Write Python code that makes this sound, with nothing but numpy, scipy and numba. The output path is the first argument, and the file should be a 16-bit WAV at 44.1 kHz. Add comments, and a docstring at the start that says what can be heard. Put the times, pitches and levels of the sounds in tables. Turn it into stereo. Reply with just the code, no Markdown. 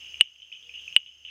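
"""Night forest. From the start: low hum, faint air, fluttering insects, a far frog chorus.
Neighbouring frogs click in the trees throughout; lower pips join at 0.14 s.
At 0.21 s a bush frog on a trunk clicks close to the microphone, its vocal sac ringing near 2.9 kHz.
The recorder overloads; its gain control ducks the forest and slowly lets it back.
A faint low note passes at 0.68 s. At 0.96 s the near frog clicks again and the forest ducks again."""
import sys
import numpy as np
from scipy import signal
from scipy.fft import rfft, irfft
from scipy.io import wavfile
from scipy.ndimage import uniform_filter1d
from numba import njit

SR = 44100
rng = np.random.default_rng(int(sys.argv[2]) if len(sys.argv) > 2 else 0)


def store_pcm(level_fs):
    """Save levels as 16-bit WAV."""
    pcm = np.round(np.clip(level_fs, -1, 1) * 32767).astype(np.int16)
    wavfile.write(sys.argv[1], SR, np.atleast_2d(pcm).T)


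N = 57330

# hum tones: pitch_hz, level_db
HUM_TONES = [(73, -68), (101, -81)]
# hum envelope: time_s, relative_db
HUM_ENVELOPE = [(0, -2), (.1, -3.5), (.19, 3), (.3, -5), (.46, -1.5), (.57, -12), (.72, -0.5), (.94, -5.5),
                (1.03, -1.5), (1.3, 3.5)]
# night air spectrum: freq_hz, relative_db
AIR_SPECTRUM = [(25, -8.5), (60, -4.5), (160, -2), (280, -8), (500, -5), (1000, -10.5), (2000, -5),
                (3300, -3.5), (4200, -12.5), (7000, -11.5), (9000, -19), (15000, -20)]
# insect bands: centre_hz, width_hz, level_db, flutter_db
INSECT_BANDS = [(4790, 130, -69.5, -0.5), (5263, 180, -63.5, 3.5), (6090, 550, -62.5, -3.5),
                (6367, 280, -58, 1.5)]
# passband of distant calls: low_hz, high_hz
FAR_BAND_HZ = [1600, 3870]
# neighbouring frogs' clicks: start_s, pitch_hz, level_db, left_over_right_db, wet_db
NEIGHBOUR_CLICKS = [(0.0128, 2800, -36.5, -11, 14.5), (0.058, 2860, -32.5, 12, 10.5),
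                    (0.0678, 2730, -33, 14, 1), (0.1420, 2856, -25, -17.5, -7.5),
                    (0.1570, 2780, -35, -24, -10), (0.2025, 2810, -23, -8.5, -9),
                    (0.3590, 2746, -31, -11, -7), (0.4009, 3000, -30.5, -24, -4),
                    (0.42, 3045, -24, -18, 10.5), (0.5253, 3000, -18, 15.5, 8), (0.6262, 3217, -28, 5.5, 8),
                    (0.7389, 2885, -23.5, -1.5, 11), (0.7564, 2920, -31.5, -33, 4),
                    (0.7940, 3120, -30, -23, 9), (0.9255, 2875, -28.5, 19, -20),
                    (1.0617, 3010, -21.5, -15, 8.5), (1.2497, 2995, -18.5, 15.5, 11),
                    (1.2803, 2705, -32.5, -10, 21)]
# other frogs' pips: start_s, pitch_hz, level_db, left_over_right_db
NEIGHBOUR_PIPS = [(0.1408, 2420, -29, -15), (0.517, 2560, -19.5, 8), (0.6930, 2527, -21, 5),
                  (0.8777, 2600, -21, 15)]
# near frog's clicks: start_s, level_db
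NEAR_CLICKS = [(0.2097, 12.5), (0.96386, 11.5)]
# echoes off trunk and leaves: delay_s, left_db, right_db
TREE_ECHOES = [(.00110, -51.5, -2), (.00307, -14.5, -21), (.00921, -18.5, -53), (0.0115, -18, -39),
               (0.0146, -33, -37)]
# distant note: peak_s, length_s, pitch_hz, level_db
LOW_NOTE = (.68, .08, 475, -64)

SAC_HZ, SAC_T60_S = 2932, 0.017
SCOOP_HZ, SCOOP_S = 286, 0.00035
SCATTER_PER_S = 1300


def undb(db):
    """Decibels to gain."""
    return 10 ** (np.asarray(db) / 20)


def at_rms(x, db):
    """Scale to an rms level."""
    return x * undb(db) / np.sqrt(np.mean(x ** 2))


def wander(rate_hz):
    """Smooth random drift, spread near 1."""
    hold = int(SR / rate_hz)
    steps = np.repeat(rng.standard_normal(N // hold + 1), hold)
    return 1.3 * uniform_filter1d(uniform_filter1d(steps, hold), hold)[:N]


def noise(gain_at):
    """Independent left and right noise, shaped by gain_at(hz)."""
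    hz = np.maximum(np.arange(N // 2 + 1) * SR / N, 1)
    return irfft(rfft(rng.standard_normal((2, N))) * gain_at(hz), N)


def hum():
    """Two low tones wavering in level and phase."""
    t = np.arange(N) / SR
    swell = undb(np.interp(t, *np.array(HUM_ENVELOPE).T))
    return sum(at_rms(swell * np.sin(2 * np.pi * hz * t + .3 * wander(rate_hz=6.9)), db)
               for hz, db in HUM_TONES)


def night_air(level_db=-59.5):
    """Faint, steady broadband noise."""
    freq_hz, relative_db = np.array(AIR_SPECTRUM).T
    air = noise(lambda hz: undb(np.interp(np.log(hz), np.log(freq_hz), relative_db)))
    return at_rms(air, level_db)


def insects(flutter_hz=220):
    """Narrow shrill bands, each fluttering independently."""
    out = np.zeros((2, N))
    for centre_hz, width_hz, db, flutter_db in INSECT_BANDS:
        band = noise(lambda hz: 1 / np.sqrt(1 + ((hz - centre_hz) / (width_hz / 2)) ** 4))
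        out += at_rms(band * undb(flutter_db * wander(flutter_hz)), db)
    return out


def sac_ring(start_s, pitch_hz, t60_s, swell_s=0.00073):
    """A vocal sac swells, scoops up to pitch within a few cycles, then rings down."""
    first = int(np.clip(start_s * SR, 0, N))
    span = np.arange(first, min(first + int(2 * t60_s * SR), N))
    age_s = np.maximum(span / SR - start_s, 0)
    cycles = pitch_hz * age_s - SCOOP_HZ * SCOOP_S * (1 - np.exp(-age_s / SCOOP_S))
    swell = 1 - np.exp(-(age_s / swell_s) ** 2)
    decay = undb(-60 * age_s / t60_s)
    out = np.zeros(N)
    out[span] = -swell * decay * np.sin(2 * np.pi * cycles)
    return out


def distant(x):
    """Only a call's main band carries over distance."""
    return signal.sosfilt(signal.butter(2, FAR_BAND_HZ, "bandpass", fs=SR, output="sos"), x)


def far_chorus(pitch_hz=2947, spread_hz=139, clicks_per_s=590, level_db=-44):
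    """Many far frogs; their clicks blur into a flickering band."""
    out = np.zeros((2, N))
    count = int(clicks_per_s * N / SR)
    for side in out:
        starts_s = (np.arange(count) + rng.random(count)) / clicks_per_s
        pitches_hz = pitch_hz + spread_hz * rng.standard_normal(count)
        for start_s, hz in zip(starts_s, pitches_hz):
            side += sac_ring(start_s, hz, t60_s=.03)
    return at_rms(distant(out), level_db)


def forest_tail(x, wet_db, t60_s, gap_s):
    """Echoes scattered by trunks and foliage, different on each side."""
    t = np.arange(N // 2) / SR
    hits = rng.random((2, len(t))) < SCATTER_PER_S / SR
    decay = undb(-60 * t / t60_s) * (t > gap_s)
    response = hits * rng.standard_normal(hits.shape) * decay
    wet = signal.fftconvolve(x[None], response, axes=1)
    to_dry_level = np.sqrt(np.sum(x ** 2) / np.sum(wet ** 2, axis=1, keepdims=True))
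    return undb(wet_db) * to_dry_level * wet[:, :N]


def among_trees(x, pan_db, wet_db):
    """A call some metres off: panned, trailed by the forest, band-limited."""
    direct = x * undb([[pan_db / 2], [-pan_db / 2]])
    return distant(direct + forest_tail(x, wet_db, t60_s=.3, gap_s=.003))


def neighbour_clicks(t60_s=0.014):
    """Short, sharp sac rings from the trees."""
    return sum(undb(db) * among_trees(sac_ring(start_s, hz, t60_s), pan_db, wet_db)
               for start_s, hz, db, pan_db, wet_db in NEIGHBOUR_CLICKS)


def neighbour_pips(t60_s=0.018, swell_s=0.0015, wet_db=-1.5):
    """Lower sac rings, rounded by a slower swell."""
    return sum(undb(db) * among_trees(sac_ring(start_s, hz, t60_s, swell_s), pan_db, wet_db)
               for start_s, hz, db, pan_db in NEIGHBOUR_PIPS)


def near_click(start_s, octave_db=-40.5):
    """The sac's main ring plus its faint octave."""
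    octave = undb(octave_db) * sac_ring(start_s, 2 * SAC_HZ, t60_s=.018)
    return sac_ring(start_s, SAC_HZ, SAC_T60_S) + octave


def near_frog(right_db=2.04):
    """Two loud clicks with trunk and leaf echoes and a faint forest tail."""
    out = np.zeros((2, N))
    for start_s, db in NEAR_CLICKS:
        direct = near_click(start_s)
        call = np.array([direct, undb(right_db) * direct])
        for delay_s, echo_left_db, echo_right_db in TREE_ECHOES:
            call += undb([[echo_left_db], [echo_right_db]]) * near_click(start_s + delay_s)
        call += forest_tail(direct, wet_db=-22.5, t60_s=0.27, gap_s=0.017)
        out += undb(db) * call
    return out


def low_note():
    """One soft distant tone that swells and fades."""
    peak_s, length_s, hz, db = LOW_NOTE
    t = np.arange(N) / SR - peak_s
    swell = np.exp(-(2 * t / length_s) ** 2)
    return undb(db) * swell * np.sin(2 * np.pi * hz * t)


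def overload(x, ceiling=1.67, hardness=18, asymmetry=0.0024):
    """The input stage saturates, positive peaks slightly earlier."""
    limit = ceiling * (1 - asymmetry * np.sign(x))
    return x / (1 + np.abs(x / limit) ** hardness) ** (1 / hardness)


@njit
def gain_control_db(wanted_db, attack_s, hold_s, recover_db_per_s):
    """Gain drops fast on a peak, holds, then climbs steadily back to 0 dB."""
    out = np.empty(len(wanted_db))
    gain_db, calm_samples = 0., 0
    for i in range(len(wanted_db)):
        calm_samples += 1
        if wanted_db[i] < gain_db:
            gain_db += (wanted_db[i] - gain_db) / (attack_s * SR)
            calm_samples = 0
        elif calm_samples > hold_s * SR:
            gain_db = min(gain_db + recover_db_per_s / SR, 0.)
        out[i] = gain_db
    return out


def scene():
    """Frogs, near to far, over the night forest's background."""
    frogs = near_frog() + neighbour_clicks() + neighbour_pips() + far_chorus()
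    return frogs + insects() + hum() + night_air() + low_note()


def record(dry):
    """Overload, per-channel gain control, clipping, low-pass."""
    threshold_db, cutoff_hz = -6.5, 15800
    hot = overload(dry)
    wanted_db = np.minimum(threshold_db - 20 * np.log10(np.abs(hot) + 1e-9), 0)
    gain_db = [gain_control_db(side, attack_s=0.00046, hold_s=.22, recover_db_per_s=21.5)
               for side in wanted_db]
    clipped = np.clip(hot * undb(gain_db), -.98, .98)
    return signal.sosfilt(signal.ellip(8, .2, 70, cutoff_hz, fs=SR, output="sos"), clipped)


dry = scene()
out = record(dry)
store_pcm(out)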